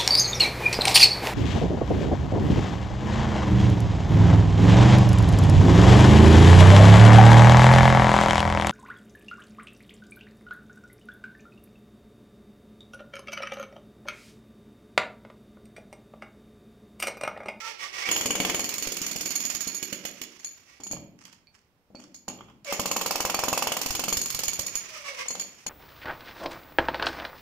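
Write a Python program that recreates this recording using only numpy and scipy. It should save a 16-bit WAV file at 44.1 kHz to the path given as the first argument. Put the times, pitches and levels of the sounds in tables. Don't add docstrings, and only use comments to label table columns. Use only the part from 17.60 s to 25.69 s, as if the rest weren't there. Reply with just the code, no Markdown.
import sys
import numpy as np
from scipy import signal
from scipy.fft import rfft, irfft, next_fast_len
from scipy.io import wavfile
from scipy.ndimage import uniform_filter1d, map_coordinates

SR = 44100
rng = np.random.default_rng(int(sys.argv[2]) if len(sys.argv) > 2 else 0)


def transcribe(signal):
    frames = np.atleast_2d(signal).T
    limited = np.clip(frames, -1, 1)
    pcm = np.round(limited * 32767).astype(np.int16)
    wavfile.write(sys.argv[1], SR, pcm)


N = 356769
TIME = np.arange(N) / SR

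# (frequency [Hz], level [dB], t60 [s], roughness [0-1])
HOLDER_MODES = [(1051, 4.5, 0.068, 0.5), (1197, -5, 0.066, .1), (2227, -8, .06, .1), (2633, 0.5, .06, 0.4),
                (3030, -7, .05, .1)]
# (frequency [Hz], level [dB])
RUMBLE_SPECTRUM = [(30, -27), (120, -32.5), (200, 2.5), (300, 3), (440, -2.5), (680, -1), (2000, -57.5)]


def hammer():
    # (time [s], slab thud [dB],
    # barrel clank [dB], housing [dB], chisel ring [dB], crack [dB])
    lone_blows = [(0.488, -35, -21, -34, -42, -33), (.513, -42, -22.5, -34, -21.5, -27),
                  (2.072, -66, -58, -34.5, -30, -36), (2.145, -61, -54, -40, -30, -36),
                  (2.227, -45, -35, -32.5, -32.5, -33), (2.327, -49, -33.5, -30.5, -34, -33),
                  (2.451, -56, -30.5, -33.5, -35.5, -32), (2.615, -56, -36, -38.5, -39.5, -34.5),
                  (6.992, -38, -44, -34.5, -30.5, -26.5), (7.064, -43, -51, -40, -29.5, -31),
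                  (7.153, -41, -38, -39, -26.5, -29)]
    steady = steady_blows()
    s, thud, clank, housing, chisel, crush = np.vstack([steady, lone_blows]).T
    is_steady = np.arange(len(s)) < len(steady)
    shock_db = np.where(is_steady, -16, -22.5)
    rows = np.c_[s, housing, thud, clank, chisel, crush]
    blows = contacts(rows, slab_db=5.5, housing_db=-2.5, shock_db=shock_db, barrel_db=-1.0,
                     chisel_db=-2.5, crack_db=1.5, slab_hz=942, crack_t60=0.043, ring_share=0.97)
    return blows + casing_rumble(s, housing - 28) + tool_body(s + 0.00105, thud, clank)


def steady_blows():
    # (time [s], rate [blows/s])
    striker_rates = [
        [(0.458, 0.0), (0.525, 21.12), (1.136, 20.55), (1.18, 26.14), (1.226, 20.92), (1.946, 20.49),
         (1.986, 16.0), (2.455, 6.77), (3.218, 0.0)],
        [(5.059, 0.0), (5.111, 12.55), (5.364, 20.48), (5.834, 21.81), (6.127, 20.64), (6.37, 22.88),
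         (6.85, 22.51), (6.974, 15.48), (7.5, 0.0)],
    ]
    # (start [s], end [s])
    working_spans = [(.54, 2.04), (5.1, 6.96)]
    # (time [s], extra housing level [dB])
    hard_bites = [(.66, 8.5), (.8, 8), (5.2, 5), (6.57, 16), (6.88, 2)]
    # (time [s], extra ring level [dB])
    hard_rings = [(.755, 3), (.947, 6.5), (.995, 4.5), (1.755, 6), (6.53, 5)]
    hard_crack_share = 0.27
    scatter_db, bite_ring_db = 1.0, 1

    s = np.concatenate([blow_times(rate, span) for rate, span in zip(striker_rates, working_spans)])
    bite, *chance = rng.standard_normal((len(s), 6)).T
    thud, clank, housing, chisel, crush = seating(s) + scatter_db * np.array(chance)
    for when, extra_db in hard_bites:
        nearest = np.argmin(np.abs(s - when))
        housing[nearest] += extra_db
        crush[nearest] += hard_crack_share * extra_db
    for when, extra_db in hard_rings:
        chisel[np.argmin(np.abs(s - when))] += extra_db
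    return np.c_[s, thud, clank, housing, chisel - bite_ring_db * bite, crush]


def blow_times(rate, span):
    turns = np.cumsum(in_time(rate)) / SR
    s = np.interp(np.arange(.5, turns[-1]), turns, TIME)
    return s[(s > span[0]) & (s < span[1])]


def seating(times):
    # (time [s], slab thud [dB], barrel clank [dB], housing [dB], chisel ring [dB], crack [dB])
    seat_levels = [
        [(.52, -33, -26, -31.5, -27.5, -28), (.88, -26, -22, -31.5, -32, -30),
         (1.12, -46, -38, -39.5, -31.5, -29.5), (1.3, -51, -36, -31, -33, -30.5),
         (2.0, -62, -41, -35.5, -31, -30.5)],
        [(5.12, -24, -34, -28.5, -31.5, -27), (5.3, -25.5, -31.5, -29.5, -29.5, -26),
         (5.5, -21.5, -31, -30.5, -36.5, -24), (5.74, -22, -29.5, -31.5, -34, -25.5),
         (5.84, -20, -27.5, -27, -28.5, -26.5), (5.93, -19.5, -31.5, -30, -32, -23.5),
         (6.11, -22.5, -22.5, -41, -33.5, -25.5), (6.18, -31, -34.5, -32, -35, -24),
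         (6.53, -27.5, -29, -31, -31, -26), (6.61, -45, -42, -69, -29.5, -28.5),
         (6.8, -36, -35, -38, -33.5, -26), (6.88, -44, -32.5, -46, -28.5, -25),
         (6.93, -40, -51, -47, -33.5, -31)],
    ]
    s, *columns = np.vstack(seat_levels).T
    return [np.interp(times, s, column) for column in columns]


def contacts(rows, slab_db, housing_db, shock_db, barrel_db, chisel_db, crack_db,
             slab_hz, crack_t60, ring_share):
    # (frequency [Hz], level [dB], t60 [s], roughness
    chisel_modes = [(2320, -14.5, 0.25, 0.8), (4397, -7, 0.14, 0.88), (5200, -9.5, 0.08, .95),
                    (6714, 2.5, 0.22, 0.15), (6707, 6.5, 0.1, 1), (6810, -4.5, 0.46, 0.07),
                    (6980, 8, 0.029, 0.29), (7220, -6.5, 0.093, 0.7), (7130, 0.5, 0.037, 0.73),
                    (9560, -6, 0.2, 0.1), (9760, -5.5, 0.055, .95), (12740, -5.5, 0.13, 0.9),
                    (13030, -13, 0.61, .7), (13960, -13.5, .22, .85)]
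    # (frequency [Hz], level [dB])
    clank_spectrum = [(1500, -8), (2000, -4), (2270, -3.5), (2650, -1.5), (2950, -1), (3400, -0.5),
                      (4000, -46)]
    # (frequency [Hz], level [dB])
    crack_spectrum = [(500, -12), (1200, 3.5), (1600, -3), (3000, 4), (3800, 1), (4400, 7), (5400, 6.5),
                      (7000, 7), (8200, 2.5), (11000, -1), (12800, 1), (14800, 5.5), (16000, -39)]

    s, housing, thud, clank, chisel, crush = np.transpose(rows)
    floor = slab(s - .0005, thud + slab_db, slab_hz)
    jolt_db = housing + housing_db
    drone = corner_ring(s - .001, jolt_db)
    rattle = clatter(s - .001, jolt_db + 1, RUMBLE_SPECTRUM, t60=0.027, rebound_db=-34.0)
    shock = floor_shock(s - .002, 0.49 * housing + 0.34 * thud + shock_db)
    barrel = clatter(s + 0.001, clank + barrel_db, clank_spectrum, t60=0.043, rebound_db=-12.5)
    crack = clatter(s + 0.00058, crush + crack_db, crack_spectrum, crack_t60, rebound_db=-11.0)
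    modes = [(hz, db, t60 * ring_share, rough) for hz, db, t60, rough in chisel_modes]
    steel = [detuned(struck(modes, s + 0.00066, chisel + chisel_db, spread_s=0.0016), wander_s=0.000204)
             for port in range(2)]
    return floor + drone + rattle + shock + barrel + crack + np.array(steel)


def slab(times, level_db, hz):
    swing = np.eye(1, 1024)[0]
    for _ in range(3):
        swing = ring(swing, hz, 0.0016)
    swing = np.diff(swing)
    swing = swing / np.abs(swing).max()
    return signal.oaconvolve(clicks(times, from_db(level_db)), swing)[:N]


def struck(modes, times, level_db, spread_s, scatter_db=2):
    out = 0
    chatter = rms_one(drift(330))
    for hz, mode_db, t60, rough in modes:
        lag, strength = rng.standard_normal((len(times), 2)).T
        sizes = from_db(level_db + mode_db + scatter_db * strength)
        rough = np.clip(rough, 0, 1)
        roughness = np.sqrt(1 - rough) + np.sqrt(rough) * chatter
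        out = out + roughness * ring(clicks(times + spread_s * np.abs(lag), sizes), hz, t60)
    return out


def detuned(x, wander_s):
    return map_coordinates(x, [(TIME + wander_s * drift(25)) * SR], order=3, prefilter=False)


def clatter(times, level_db, spectrum, t60, rebound_db):
    chance = rng.standard_normal((len(times), 2))
    first = clicks(times, from_db(level_db))
    rebound_times = times + 0.0191 + 0.0037 * chance[:, 0]
    second = clicks(rebound_times, from_db(level_db + rebound_db + 2 * chance[:, 1]))
    envelope = uniform_filter1d(fading(first + second, t60), size=80)
    return envelope * rms_one(coloured(air_noise(), spectrum))


def corner_ring(times, level_db):
    # (frequency [Hz], level [dB])
    corner_modes = [(190, -14.5), (218, -19.5), (261, -15), (293, -20), (342, -19.5), (381, -18.5),
                    (430, -19.5), (582, -19), (692, -27)]
    jolts = clicks(times, from_db(level_db))
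    out = 0
    for k, (hz, db) in enumerate(corner_modes):
        out = out + (-1) ** k * from_db(db) * ring(jolts, hz, t60=0.12)
    return out


def casing_rumble(times, level_db):
    # (frequency [Hz], level [dB])
    casing_spectrum = [(60, -22), (150, -7.5), (192, 1), (235, -3), (290, -6.5), (370, -22.5), (700, -21),
                       (1500, -61)]
    envelope = fading(clicks(times, from_db(level_db)), t60=0.6)
    return envelope * rms_one(coloured(air_noise(), casing_spectrum))


def tool_body(times, thud_db, clank_db):
    # (frequency [Hz], level [dB], t60 [s], roughness [0-1])
    barrel_modes = [(2290, -5, .04, .2), (2500, -8, .035, .2), (2940, -3, .04, .2)]
    holder = struck(HOLDER_MODES, times, thud_db - 11, spread_s=.0001, scatter_db=1.5)
    barrel = [struck(barrel_modes, times, clank_db, spread_s=.0006, scatter_db=0.5) for port in range(2)]
    return holder + np.array(barrel)


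def floor_shock(times, level_db):
    # (frequency [Hz], level [dB])
    shock_spectrum = [(20, 7), (50, -10.5), (100, 3.5), (200, -15.5), (600, -53)]
    jolt = fading(clicks(times, from_db(level_db)), t60=.06)
    return uniform_filter1d(jolt, size=130) * rms_one(coloured(air_noise(), shock_spectrum))


def floor_jolts():
    # (time [s], level [dB])
    jolt_rows = [(.752, -42), (.944, -41), (.992, -39), (1.269, -34), (1.557, -39), (1.945, -43.5),
                 (6.259, -33), (6.304, -32), (6.524, -31.5), (6.569, -33), (6.656, -42), (6.745, -31),
                 (6.878, -36), (6.994, -33), (7.154, -42)]
    return floor_shock(*np.transpose(jolt_rows))


def motor(flutter_db):
    # (on [s], off [s], rush [dB], rumble [dB])
    motor_runs = [(0.442, 1.783, -40.5, -37.5), (5.032, 7.312, -45.5, -62)]
    # (frequency [Hz], level [dB])
    rush_spectrum = [(300, -16), (560, -14), (1100, 1.5), (1500, -0.5), (2450, 4.5), (3100, 0), (3900, -6),
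                     (6200, 3), (7500, -6.5), (15000, -19.5)]
    spin_up_s, coast_s, speed_law = 0.037, 1.86, 2.07
    load_db = seating(TIME)[0] + 17.5
    rush_follows, rumble_follows = 0.12, 0.61

    rush = rumble = 0
    for on, off, rush_db, rumble_db in motor_runs:
        spin_up = np.clip((TIME - on) / spin_up_s, 0, 1)
        coast = np.clip(1 - (TIME - off) / coast_s, 0, 1)
        loudness = (spin_up * coast) ** speed_law
        rush = rush + loudness * from_db(rush_db + rush_follows * load_db)
        rumble = rumble + loudness * from_db(rumble_db + rumble_follows * load_db)
    rush = rush * from_db(flutter_db * drift(120))
    rush_sound = rush * rms_one(coloured(air_noise(), rush_spectrum))
    return rush_sound + rumble * rms_one(coloured(air_noise(), RUMBLE_SPECTRUM))


def handling():
    # (time [s], housing [dB], slab [dB], chisel ring [dB], crack [dB])
    knock_rows = [(2.792, -90, -78, -42, -67), (2.845, -61, -54, -22.5, -42),
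                  (3.202, -41.5, -44, -48.5, -51), (3.234, -62, -55, -28.5, -61),
                  (3.267, -45, -42, -32, -45), (3.312, -35, -40, -25.5, -43.5),
                  (3.333, -39.5, -40, -52, -43), (3.652, -61, -62, -66, -43),
                  (3.727, -75, -64.5, -57.5, -51), (4.303, -47, -76, -80.5, -86),
                  (4.349, -41.5, -43, -59, -65), (4.399, -50, -47, -52, -55), (4.543, -88, -93, -37.5, -49),
                  (4.681, -34, -28.5, -30, -35.5), (4.699, -63, -47, -62, -72),
                  (5.046, -72, -67, -38.5, -42), (7.66, -48, -39.5, -55, -59),
                  (7.682, -78, -48, -22.5, -48), (7.706, -44, -37.5, -25.5, -37),
                  (7.753, -49.5, -31.5, -50, -35.5), (7.796, -86, -45, -20.5, -30.5),
                  (7.821, -80, -73, -41, -40), (8.064, -40, -32, -23, -32)]
    # (time [s], level [dB])
    tap_rows = [(.801, -28), (3.871, -57), (4.352, -44), (5.746, -26), (7.15, -58)]
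    # (frequency [Hz], level [dB], t60 [s], roughness [0-1])
    bending_modes = [(2380, -9, 0.13, .7), (4480, 0, 0.07, .7)]
    barrel_share = 0.11
    body_db = -8.5

    s, housing, thud, chisel, crush = np.transpose(knock_rows)
    clank = barrel_share * housing + (1 - barrel_share) * crush
    rows = np.c_[s, housing, thud, clank, chisel, crush]
    knocks = contacts(rows, slab_db=1.0, housing_db=-2, shock_db=-24.0, barrel_db=-5.5,
                      chisel_db=-12.0, crack_db=0.5, slab_hz=824.0, crack_t60=0.025, ring_share=0.88)
    taps = struck(bending_modes, *np.transpose(tap_rows), spread_s=.0005)
    duller = coloured(knocks + taps, [(7000, 3.0), (14000, -5)])
    body = tool_body(s + 0.00098, thud + body_db, clank + body_db)
    return duller + casing_rumble(s, housing - 13) + body


def drag(grit_share, ring_share, level_db):
    # (time [s], length [s], level [dB], slip rate at start [Hz], and at end [Hz])
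    strokes = [(-.03, 0.032, -41, 448.4, 443), (0.013, .07, -40, 447.7, 459), (0.176, .09, -40, 379.5, 375),
               (0.315, 0.054, -37, 377.4, 375), (0.35, 0.08, -34.5, 378.3, 385),
               (0.432, 0.046, -31.5, 378.5, 396), (3.059, .11, -58, 383, 380),
               (5.058, .06, -38.5, 601.7, 500), (7.204, .1, -51, 668.7, 635),
               (7.313, .06, -44.5, 623.5, 598), (7.43, 0.071, -42, 572.3, 553),
               (7.564, .05, -37.5, 541, 520)]
    # (frequency [Hz], level [dB])
    drag_spectrum = [(250, -19.5), (400, -14.5), (560, -6), (760, -12.5), (950, -8), (1250, -3.5),
                     (1550, -10), (2300, -0.5), (3900, -13), (5700, -9), (8500, -20), (15000, -35)]

    judder = []
    for s, length, _, from_hz, to_hz in strokes:
        judder += [(s, from_hz), (s + length, to_hz)]
    jitter = 1 + .033 * drift(400) + .015 * drift(30)
    cycles = np.cumsum(in_time(judder) * jitter) / SR
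    slips = np.diff(np.floor(cycles), prepend=0) * from_db(2 * drift(300) + 2 * drift(25))
    smear = irfft(np.exp(2j * np.pi * rng.random((2, 257))))
    tone = rms_one(signal.oaconvolve([slips - slips.mean()], smear, axes=1)[:, :N])
    grinding = rms_one(fading(slips, t60=.012) * rng.standard_normal((2, N)))
    pressure = swells(strokes, attack_s=.032, release_s=.36)
    scrape = rms_one(coloured(tone + grit_share * grinding, drag_spectrum))
    ringing = rms_one(sum(ring(scrape, hz, t60) for hz, _, t60, _ in HOLDER_MODES))
    return from_db(level_db) * pressure * rms_one(scrape + ring_share * ringing)


def squeals():
    # (start [s], end [s], start pitch [Hz], end pitch [Hz], level [dB])
    squeal_rows = [(.005, 0.097, 1342, 1342, -38), (0.01, .125, 905, 907, -45),
                   (0.22, 0.28, 1127, 1170, -42), (.365, .485, 1146, 1176, -52),
                   (0.393, 0.461, 1900, 2070, -41), (0.429, 0.49, 2194, 2355, -32),
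                   (5.049, 5.07, 750, 484, -45), (5.066, 5.132, 581, 560, -36),
                   (5.058, 5.121, 2324, 2215, -42.5), (7.279, 7.462, 656, 559, -51),
                   (7.583, 7.635, 1620, 1590, -46), (7.346, 7.385, 1270, 1230, -44),
                   (7.446, 7.527, 2234, 2196, -44.5), (7.44, 7.504, 1130, 1123, -41.5),
                   (7.502, 7.568, 548, 519, -49), (7.585, 7.635, 1142, 1113, -41)]
    out = 0
    for start, end, from_hz, to_hz, level_db in squeal_rows:
        progress = np.clip((TIME - start) / (end - start), 0, 1)
        waver = 1 + .026 * drift(400)
        hz = (from_hz + (to_hz - from_hz) * progress) * waver
        envelope = from_db(level_db + 2 * drift(170)) * np.sin(np.pi * progress)
        out = out + envelope * np.sin(2 * np.pi * np.cumsum(hz) / SR)
    return out


def chips():
    # (time [s], body [dB], edge [dB])
    chip_rows = [(3.209, -50, -45.5), (3.365, -44.5, -53), (3.639, -59, -48), (4.354, -57, -51),
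                 (4.421, -55, -52), (4.439, -54, -45), (4.561, -71, -42), (4.701, -43, -50),
                 (4.787, -47, -64), (4.808, -43, -56), (4.885, -50.5, -74), (4.899, -53, -59)]
    # (frequency [Hz], level [dB])
    body_spectrum = [(200, -22), (600, 5), (1200, 12.5), (1700, -5), (3300, 7), (4000, -23), (12000, -45)]
    edge_spectrum = [(1500, -23), (3800, -10), (4700, 6), (7200, 5), (8500, -4), (15000, -28)]
    s, body, edge = np.transpose(chip_rows)
    dull = clatter(s, body, body_spectrum, t60=0.062, rebound_db=-30)
    return dull + clatter(s, edge, edge_spectrum, t60=0.017, rebound_db=-27)


def grit():
    # (time [s], length [s], level [dB])
    crunches = [(3.58, 0.13, -56.5), (3.92, 0.015, -59), (4.36, 0.081, -60), (4.68, 0.046, -66),
                (4.79, 0.12, -68.5)]
    # (frequency [Hz], level [dB])
    grit_spectrum = [(450, -44), (900, -3), (3000, -7), (3600, -19), (4900, -9), (7000, -8.5), (9000, -18),
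                     (15000, -37)]
    crunching = rms_one(coloured(grains(2400, 4.1, clump_db=5.5), grit_spectrum))
    return swells(crunches, attack_s=0.032, release_s=0.3) * crunching


def grains(per_s, size_db, clump_db):
    spread_db = size_db * np.minimum(rng.exponential(1, N), 4)
    sizes = from_db(spread_db + clump_db * drift(110))
    happens = rng.random(N) < per_s / SR
    return rms_one(sizes * happens * rng.standard_normal((2, N)))


def boom():
    # (time [s], length [s], level [dB])
    boom_rows = [(3.3, 0.072, -51), (3.85, 0.18, -83), (4.68, 0.2, -57), (5.15, 3, -73.5),
                 (6.45, 0.62, -57)]
    # (frequency [Hz], level [dB])
    boom_spectrum = [(40, -10), (95, 5), (150, 6.5), (210, -7.5), (330, -47), (1000, -72.5)]
    envelope = swells(boom_rows, attack_s=0.025, release_s=0.89)
    return envelope * rms_one(coloured(air_noise(), boom_spectrum))


def room(x, first_echo_s):
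    # (frequency [Hz], t60 [s])
    room_t60 = [(60, 0.94), (250, 0.99), (700, 0.58), (2000, 0.6), (5000, 0.34), (13000, 0.11)]
    # (frequency [Hz], level of the tail [dB])
    room_send = [(50, -16), (120, -12), (300, 1), (600, -5.5), (1200, -11.5), (2500, -7), (6500, -8),
                 (13000, -14)]
    t, hz = TIME[:SR], np.fft.rfftfreq(SR, 1 / SR)
    noise, tail = rfft(air_noise()[:, :SR]), 0
    centres = np.geomspace(50, 16000, 10)
    for centre, only in zip(centres, np.eye(len(centres))):
        onset = np.clip(t / first_echo_s - 1, 0, 1)
        decay = from_db(-60 * t / at_hz(room_t60, centre)) * onset
        decay = decay / np.sqrt(np.sum(decay ** 2))
        band = irfft(noise * at_hz(np.c_[centres, only], hz), SR)
        tail = tail + band * decay * from_db(at_hz(room_send, centre))
    return signal.oaconvolve(x, tail, axes=1)[:, :N]


def ambience():
    # (frequency [Hz], level [dB])
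    ambience_spectrum = [(25, -17.5), (75, -8), (125, -11.5), (300, -16.5), (600, -20), (1000, -22.5),
                         (6500, -38.5), (15000, -42)]
    return from_db(-68.5) * rms_one(coloured(air_noise(), ambience_spectrum))


def from_db(db):
    return 10 ** (np.asarray(db) / 20)


def rms_one(x):
    return x / np.sqrt(np.mean(x ** 2) + 1e-20)


def in_time(rows):
    return np.interp(TIME, *np.transpose(rows))


def at_hz(points, hz):
    f, value = np.transpose(points)
    return np.interp(np.log(np.maximum(hz, 1)), np.log(f), value)


def drift(rate):
    knots = rng.standard_normal(4096)
    return np.interp(TIME * rate, np.arange(len(knots)), knots)


def swells(rows, attack_s, release_s):
    out = 0
    for start, length, level_db, *_ in rows:
        rise = np.clip((TIME - start) / attack_s, 0, 1)
        fall_db = 60 * np.maximum(TIME - start - length, 0) / release_s
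        out = np.maximum(out, rise * from_db(level_db - fall_db))
    return out


def coloured(x, spectrum):
    size = next_fast_len(N + 4096)
    gain = from_db(at_hz(spectrum, np.fft.rfftfreq(size, 1 / SR)))
    return irfft(rfft(x, size) * gain, size)[..., :N]


def air_noise():
    # (frequency [Hz], left-right correlation [-1 to 1])
    likeness = [(40, 0), (120, 0.96), (300, 0.93), (600, 0.94), (1200, 0.27), (2500, 0.091), (5000, 0)]
    size = next_fast_len(N)
    mid, side = rfft(rng.standard_normal((2, size)))
    alike = np.clip(at_hz(likeness, np.fft.rfftfreq(size, 1 / SR)), -.99, .99)
    ports = np.sqrt(1 + alike) * mid + np.sqrt(1 - alike) * side * [[1], [-1]]
    return irfft(ports, size)[:, :N]


def clicks(times, sizes):
    out = np.zeros(N)
    np.add.at(out, np.clip((times * SR).astype(int), 0, N - 1), sizes)
    return out


def fading(x, t60):
    return signal.lfilter([1], [1, -from_db(-60 / (t60 * SR))], x + 1e-18)


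def ring(x, hz, t60):
    r, w = from_db(-60 / (t60 * SR)), 2 * np.pi * hz / SR
    return signal.lfilter([0, np.sin(w)], [1, -2 * r * np.cos(w), r * r], x + 1e-18)


def scene():
    # (time [s], left minus right [dB])
    pan = [(0, -5.5), (.7, 3.5), (1.2, 0.5), (2.2, -4.5), (3.3, -0.5), (4.3, 0.5), (6.2, 2.5), (7.2, 0),
           (7.7, 3)]
    near = hammer() + floor_jolts() + handling() + chips() + grit() + boom()
    near = near + squeals() + motor(flutter_db=4.5) + drag(grit_share=1.0, ring_share=0.15, level_db=1.0)
    near = near * from_db(in_time(pan) * [[.5], [-.5]])
    return near + room(near, first_echo_s=0.002) + ambience()


def record(dry):
    # (frequency [Hz], left minus right [dB])
    port_difference = [(250, 0), (550, 2.5), (1200, -1.5), (1900, -8), (2900, -7), (4300, -9),
                       (5500, -13.5), (6700, -3.5), (8500, 2), (9800, 0), (12500, -12.5), (15000, -15.5)]
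    ports = [coloured(x, [(hz, side * db / 2) for hz, db in port_difference]) for x, side in zip(dry, (1, -1))]
    low_pass = signal.ellip(12, .2, 80, 15700, fs=SR, output="sos")
    return signal.sosfilt(low_pass, np.array(ports))


dry = scene()
out = record(dry)
transcribe(out)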